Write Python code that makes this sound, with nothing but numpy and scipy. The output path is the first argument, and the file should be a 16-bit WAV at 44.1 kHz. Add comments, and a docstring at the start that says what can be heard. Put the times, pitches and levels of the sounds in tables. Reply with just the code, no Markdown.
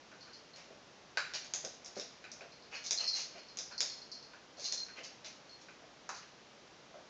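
"""A dog noses about on a wooden floor, a few metres away in a small living room, over hiss and hum.
First its metal collar tag chinks faintly; just after 1 s a hard toy knocks sharply on the boards.
Claws then click and soft pads thump. Near 3 s, and again near 4.7 s, the paws scrape and rub
while the tag chatters on its ring. The toy knocks with a claw click at 6 s, and a soft step ends it.
Throughout, bare walls answer every contact with echoes and a short reverberation."""
import sys
import numpy as np
from scipy import signal
from scipy.fft import rfft, irfft, next_fast_len
from scipy.io import wavfile
from scipy.ndimage import uniform_filter1d, map_coordinates

SR = 44100
rng = np.random.default_rng(int(sys.argv[2]) if len(sys.argv) > 2 else 0)


def dump_mix(stems):
    """Bounce the given channels to the path in sys.argv[1] as a 16-bit WAV at rate SR."""
    frames = np.atleast_2d(stems).T  # one column per channel
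    limited = np.clip(frames, -1, 1)  # hard clip at full scale
    pcm = np.round(limited * 32767).astype(np.int16)
    wavfile.write(sys.argv[1], SR, pcm)


N = 313021
SIZE = 32768  # samples in one contact with its reverberation
T = np.arange(SIZE) / SR
HZ = np.fft.rfftfreq(SIZE, 1 / SR)


def amp(db):
    """Amplitude ratio of a level in decibels."""
    return 10 ** (np.asarray(db) / 20)


def along(points, hz):
    """Interpolation of (f/Hz, value) points on a logarithmic frequency axis."""
    f, values = np.transpose(points)
    return np.interp(np.log(hz + 1), np.log(f), values)


def resonance(hz, width_hz):
    """Magnitude response of a damped oscillator, 1 at resonance."""
    return HZ * width_hz / np.hypot(hz ** 2 - HZ ** 2, HZ * width_hz)


def impulse(gain):
    """Minimum-phase impulse response of a magnitude spectrum, by folding the cepstrum."""
    cepstrum = irfft(np.log(np.maximum(gain, 1e-4)))
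    cepstrum[1:SIZE // 2] *= 2
    cepstrum[SIZE // 2 + 1:] = 0
    return irfft(np.exp(rfft(cepstrum)))


def filtered(x, gain):
    """Zero-phase filtering by a gain that is a function of frequency."""
    size = next_fast_len(N + SIZE)
    return irfft(rfft(x, size) * gain(np.fft.rfftfreq(size, 1 / SR)), size)[:N]


def add(track, s, db, sound, span_s=0.0037):
    """Superposition: a sound enters at time s, with rms level db over its loudest span."""
    power = uniform_filter1d(sound ** 2, max(int(span_s * SR), 1)).max()
    part = track[max(round(s * SR), 0):][:SIZE]
    part += amp(db) * sound[:len(part)] / np.sqrt(power)


# spectrum of the room's hiss: f/Hz, relative level/dB
HISS_SPECTRUM = [(15, -48.5), (25, -33.5), (43, -16), (118, -7), (143, -3.5), (323, -2.5), (356, -3),
                 (596, -2), (642, -3.5), (929, -5.5), (1190, -7), (2250, -10), (5870, -12.5), (6980, -18.5),
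                 (8920, -52.5), (11600, -67), (19600, -120)]
# tones of an appliance: f/Hz, rms level/dB
HUM_TONES = [(49, -88), (145, -83)]


def background():
    """Stationary noise makes the hiss; slow phase modulation makes the hum slightly unsteady."""
    hiss = filtered(rng.standard_normal(N), lambda hz: amp(along(HISS_SPECTRUM, hz)))
    out = amp(-59) * hiss / hiss.std()
    t = np.arange(N) / SR
    for hz, db in HUM_TONES:
        drift = map_coordinates(rng.standard_normal(40), [t * 3])  # three new values a second
        out += amp(db) * np.sqrt(2) * np.sin(2 * np.pi * hz * t + .6 * drift)
    return out


# reverberation time of the room: f/Hz, T60/s
REVERB_TIMES = [(150, 0.17), (600, 0.34), (2000, 0.55), (5000, 0.5), (9000, 0.38)]
# early reflections from the walls: delay/s, level/dB re the direct sound
REFLECTIONS = [(.0025, -9.5), (.0052, -21.5), (0.0098, -13), (0.0126, -11.5), (.022, -8)]


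def in_room(sound, wet_db, scatter_db=-2, scatter_t60=0.22):
    """Convolution with direct path, echoes, scatter off furniture and tail, new for each spot."""
    hz, t, spectra = signal.stft(rng.standard_normal(SIZE), SR, nperseg=256)
    decay = amp(-60 * t / along(REVERB_TIMES, hz)[:, None])
    tail = signal.istft(spectra * decay, SR, nperseg=256)[1][:SIZE]
    tail /= np.linalg.norm(tail)
    scatter = rng.standard_normal(SIZE) * amp(-60 * T / scatter_t60)
    scatter /= np.linalg.norm(scatter)
    response = amp(wet_db) * (tail + amp(scatter_db) * scatter)
    response[0] += 1  # direct path
    for delay, db in REFLECTIONS:
        arrival = abs(delay * (1 + .06 * rng.standard_normal()))
        response[int(arrival * SR)] += amp(db)
    return signal.fftconvolve(sound, response)[:SIZE]


# response of the boards to a soft pad: f/Hz, relative level/dB
PAD_SPECTRUM = [(50, -23), (120, -9), (200, 3.5), (300, -4.5), (450, 0), (680, 1), (900, -13.5), (1500, -4),
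                (3000, -22), (9000, -33.5)]
# soft steps: t/s, level/dB, board resonance f/Hz
SOFT_STEPS = [(0.706, -48.5, 508), (1.642, -42, 487), (1.967, -38.5, 435), (1.978, -52, 600),
              (2.411, -48, 560), (2.995, -49.5, 606), (3.354, -50, 605), (4.579, -49.5, 640),
              (4.984, -48, 590), (5.821, -54, 690), (6.942, -46, 660), (6.97, -58, 600)]


def pads(claw_clicks, toe_lag_s=0.02, pad_lag_s=.008, board_hz=620):
    """Soft impact excites mainly low resonances of the boards; toes follow a pad, a pad each claw."""
    out = np.zeros(N)
    toes = [(s + toe_lag_s, db - 6, hz) for s, db, hz in SOFT_STEPS]
    after_claws = [(s + pad_lag_s, -39.5 + 0.48 * db, board_hz) for s, db, *_ in claw_clicks]
    for s, db, hz in list(SOFT_STEPS) + toes + after_claws:
        thump = impulse(resonance(hz, width_hz=310) * amp(along(PAD_SPECTRUM, HZ)))
        add(out, s, db, in_room(thump, wet_db=5))
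    return out


def stroke(length, gain, slips_per_s, uneven_db, wet_db):
    """Stick-slip friction: random slips, each a tiny tick, under a pressure that peaks mid-stroke."""
    slips = (rng.random(SIZE) < slips_per_s / SR) * rng.choice([-1, 1], SIZE)
    strength = amp(uneven_db * rng.standard_normal(SIZE))
    pressure = np.sin(np.pi * np.clip(T / length, 0, 1)) ** 0.64
    ticks = signal.fftconvolve(slips * strength * pressure, impulse(gain))[:SIZE]
    return in_room(ticks, wet_db)


# spectra of a sliding claw and a sliding pad: f/Hz, relative level/dB
SCRAPE_SPECTRUM = [(300, -32), (1500, -34), (3200, -13), (4400, 0.5), (5400, 0), (6500, -0.5), (7300, -9),
                   (9000, -16)]
RUB_SPECTRUM = [(100, -19.5), (300, -27), (620, -1), (1000, -5), (1600, -3.5), (2400, 2), (2900, 2.5),
                (3500, -10), (6000, -16.5), (9000, -23.5)]
# slides of a paw: t/s, duration/s, scrape level/dB, rub level/dB
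PAW_SLIDES = [(0.55, 0.079, -58, -56.5), (1.336, 0.036, -36.5, -44.5), (1.952, .04, -44.5, -57),
              (2.0, 0.028, -49, -57), (2.713, 0.073, -47, -42), (2.828, 0.05, -36.5, -55.5),
              (2.982, 0.065, -45, -45), (3.129, 0.1, -35, -46.5), (3.337, .062, -66, -53.5),
              (4.572, 0.067, -44, -61), (4.614, 0.072, -36.5, -53.5), (4.732, 0.033, -46.5, -68),
              (4.957, 0.052, -57, -46), (5.033, 0.028, -44, -55.5), (5.242, 0.036, -46.5, -53),
              (5.598, 0.032, -56, -70), (6.138, 0.05, -48.5, -63), (6.217, .022, -68, -57.5)]


def scuffs():
    """Sliding friction on wood: hard claws scrape brightly while the soft pad rubs lower down."""
    out = np.zeros(N)
    claw_gain, pad_gain = amp(along(SCRAPE_SPECTRUM, HZ)), amp(along(RUB_SPECTRUM, HZ))
    for s, length, scrape_db, rub_db in PAW_SLIDES:
        scrape = stroke(length, claw_gain, slips_per_s=1500, uneven_db=7.5, wet_db=3.5)
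        rub = stroke(length, pad_gain, slips_per_s=1300, uneven_db=4.5, wet_db=2.5)
        add(out, s, scrape_db, scrape, span_s=0.014)
        add(out, s, rub_db, rub, span_s=0.022)
    return out


# free swings of the tag after a move of the head: start t/s, end t/s, first touch level/dB
TAG_SWINGS = [(2.521, 2.68, -52.5), (3.38, 3.54, -47.5), (4.019, 4.28, -45), (4.569, 4.62, -51)]


def swing_touches(interval_s=.105, loss_db=1.5, jitter_s=.002, uneven_db=0.8):
    """A damped pendulum: the tag touches once a swing, fading unevenly. Returns t/s, level/dB."""
    rows = [(s, db - loss_db * k)
            for start, end, db in TAG_SWINGS
            for k, s in enumerate(np.arange(start, end, interval_s))]
    return rows + rng.standard_normal((len(rows), 2)) * [jitter_s, uneven_db]


# modes of the metal tag: f/Hz, relative level/dB, T60/s
TAG_MODES = [(4180, -11, .05), (4233, 12.5, 0.061), (4640, -12.5, 0.041), (4470, -10.5, 0.055),
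             (4860, -16, 0.024), (5380, -5, 0.07), (5570, -13, .05)]
# spectrum of its edge striking the ring: f/Hz, relative level/dB
CLASH_SPECTRUM = [(2500, -47), (3700, -31), (4150, 2.5), (5000, -1), (5700, -6.5), (6800, -15),
                  (9000, -31.5)]
# single chinks: t/s, level/dB, clash level/dB re the modes
TAG_CHINKS = [(0.209, -50.5, 1), (0.228, -51, 9), (0.3335, -47.5, 9), (2.7556, -41.5, -2),
              (3.0418, -33.5, -6), (3.076, -27, 1.5), (3.0894, -32, 1), (3.722, -46.5, -1),
              (3.7797, -33.5, 10), (3.899, -41, -5), (4.1171, -41, 8), (4.6477, -36, 0), (4.775, -38, -12),
              (5.4937, -50.5, -8)]


def tag_chinks(touches, touch_clash_db=6, detune=.005, spread_db=3.5, attack_s=.0012):
    """Free vibration: after a clash the tag's modes decay, each shifted a little by the ring's grip."""
    out = np.zeros(N)
    clash = impulse(amp(along(CLASH_SPECTRUM, HZ)))
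    hz, mode_db, t60 = np.transpose(TAG_MODES)[:, :, None]
    for s, db, clash_db in list(TAG_CHINKS) + [(s, db, touch_clash_db) for s, db in touches]:
        shift, strength = rng.standard_normal((2, len(TAG_MODES), 1))
        envelopes = amp(mode_db + spread_db * strength - 60 * T / t60)
        modes = envelopes * np.sin(2 * np.pi * hz * (1 + detune * shift) * T)
        ringing = modes.sum(axis=0) * (1 - np.exp(-T / attack_s))
        chink = ringing / np.linalg.norm(ringing) + amp(clash_db) * clash / np.linalg.norm(clash)
        add(out, s, db, in_room(chink, wet_db=6.5, scatter_db=-4))
    return out


# slides of the tag along its ring: t/s, duration/s, level/dB
TAG_SLIDES = [(0.524, 0.038, -54), (2.97, .06, -32.5), (3.09, .066, -36), (4.641, .19, -38.5)]


def tag_chatter(touches, mode_hz=4225, spread_hz=50, burst_s=.034, contact_share=0.58, trail_s=.035):
    """Forced vibration: bursts of rapid taps on the ring keep the tag's main mode sounding."""
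    out = np.zeros(N)
    clash = amp(along(CLASH_SPECTRUM, HZ) - 29.5)
    trails = [(s, trail_s, db - 9) for s, db in touches]  # each touch chatters briefly
    for start, length, db in list(TAG_SLIDES) + trails:
        bursts = max(round(length / burst_s), 1)
        spacing = length / bursts
        for k in range(bursts):
            hz = mode_hz + spread_hz * rng.standard_normal()  # the ring's grip shifts the pitch
            gain = resonance(hz, width_hz=28) * resonance(hz, width_hz=460) + clash
            burst = stroke(contact_share * spacing, gain, slips_per_s=800, uneven_db=8.5, wet_db=-9)
            add(out, start + k * spacing, db, burst, span_s=0.01)
    return out


# modes of the hard, hollow toy: f/Hz, bandwidth/Hz, relative level/dB
TOY_MODES = [(610, 170, -6), (1270, 130, -10.5), (1503, 190, 0.5), (2050, 270, -18), (2470, 320, -2.5),
             (3960, 130, 0.5), (4670, 660, -3), (6070, 760, -16), (7300, 330, -7)]
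# response of the floor under it: f/Hz, relative level/dB
THUD_SPECTRUM = [(100, -35.5), (400, -27.5), (650, -3.5), (1000, 0.5), (1700, -3.5), (3000, -28.5),
                 (9000, -30.5)]
# knocks: t/s, level/dB, f/Hz favoured by the point of contact
TOY_KNOCKS = [(0.116, -49.5, 1480), (0.272, -51.5, 1290), (1.173, -24, 1630), (2.242, -43, 2100),
              (2.409, -43, 2350), (3.713, -48, 1530), (4.335, -49, 1600), (4.885, -49, 1780),
              (5.686, -47.5, 2050), (6.0923, -34, 1160)]


def toy(favour_db=7, favour_octaves=0.39, rock_s=.0105, rock_db=-6.5):
    """Modal excitation: the point of contact weights the toy's modes, and the floor adds a thud."""
    out = np.zeros(N)
    body = np.sqrt(sum((amp(db) * resonance(hz, width)) ** 2 for hz, width, db in TOY_MODES))
    for s, db, hz in TOY_KNOCKS:
        emphasis_db = favour_db * np.exp(-(np.log2((HZ + 1) / hz) / favour_octaves) ** 2)
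        hardness_db = 0.23 * (db + 17.5)  # softer blows lose treble
        treble_db = along([(2700, 0.017), (3900, hardness_db)], HZ)
        thud_db = along(THUD_SPECTRUM, HZ) + 27 * np.log2(1360 / hz)  # lower knocks thud more
        knock = impulse(np.hypot(body * amp(emphasis_db + treble_db), amp(thud_db)))
        for lag, contact_db in [(0, 0), (rock_s, rock_db)]:  # it lands, then rocks onto its other edge
            add(out, s + lag, db + contact_db, in_room(knock, wet_db=4, scatter_db=-1, scatter_t60=0.16))
    return out


# response of a board to a claw: f/Hz, relative level/dB
BOARD_SPECTRUM = [(100, -19), (300, -11.5), (550, -2.5), (950, -5), (1250, -8.5), (1530, -1), (1900, -3),
                  (3000, -1), (4500, 4), (7000, -3), (9000, -17.5)]
# claw clicks: t/s, level/dB, tick f/Hz, board knock gain/dB
CLAW_CLICKS = [(0.561, -43.5, 5600, -10), (1.3369, -33.5, 4340, -2), (1.446, -40.5, 6560, -3),
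               (1.5374, -22, 6230, -9), (1.649, -28.5, 5970, -14), (1.8473, -38, 5600, -28),
               (1.8605, -37, 6020, -12.5), (1.9977, -30.5, 4960, -9.5), (2.3173, -35, 5380, -32),
               (2.909, -17.5, 5700, -20), (2.933, -31, 6000, -22), (3.572, -30.5, 6400, -12),
               (3.5879, -26, 5830, -17.5), (3.8057, -17.5, 5550, -13), (4.724, -22.5, 5840, -13),
               (5.246, -40.5, 4400, 2), (5.261, -44, 5660, 3), (6.0915, -33.5, 5800, -22)]


def claws(skid_t60=0.0014, board_lag_s=.0007):
    """Brief contact gives a wide spectrum: a claw tip skids in a bright tick over a duller knock."""
    out = np.zeros(N)
    board = impulse(amp(along(BOARD_SPECTRUM, HZ)))
    knock = np.pad(board, (round(board_lag_s * SR), 0))[:SIZE]  # the board yields after the tip lands
    for s, db, hz, board_db in CLAW_CLICKS:
        skid = rng.standard_normal(SIZE) * amp(-60 * T / skid_t60)
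        skid *= .5 / np.linalg.norm(skid)
        skid[0] = 1  # the first impact
        tick = signal.fftconvolve(skid, impulse(resonance(hz, width_hz=2100) ** 2))[:SIZE]
        click = in_room(tick + amp(board_db) * knock, wet_db=3, scatter_db=-3, scatter_t60=0.21)
        add(out, s, db, click, span_s=0.0012)
    return out


# treble roll-off of a small microphone: f/Hz, gain/dB
MICROPHONE_RESPONSE = [(6500, -3), (7200, -8.5), (7900, -21.5), (8600, -24.5), (9100, -32)]


def scene():
    """Superposition: the dog's sounds, dulled at the very top by the microphone, over the background."""
    room = background()
    touches = swing_touches()
    dog = claws() + toy() + pads(CLAW_CLICKS) + scuffs() + tag_chinks(touches) + tag_chatter(touches)
    dulled = filtered(dog, lambda hz: amp(along(MICROPHONE_RESPONSE, hz)))
    return (dulled + room)[None]


def record(dry):
    """Band limiting: an ideal low-pass filter cuts off at 9100 Hz."""
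    return filtered(dry[0], lambda hz: hz < 9100)[None]


dry = scene()
out = record(dry)
dump_mix(out)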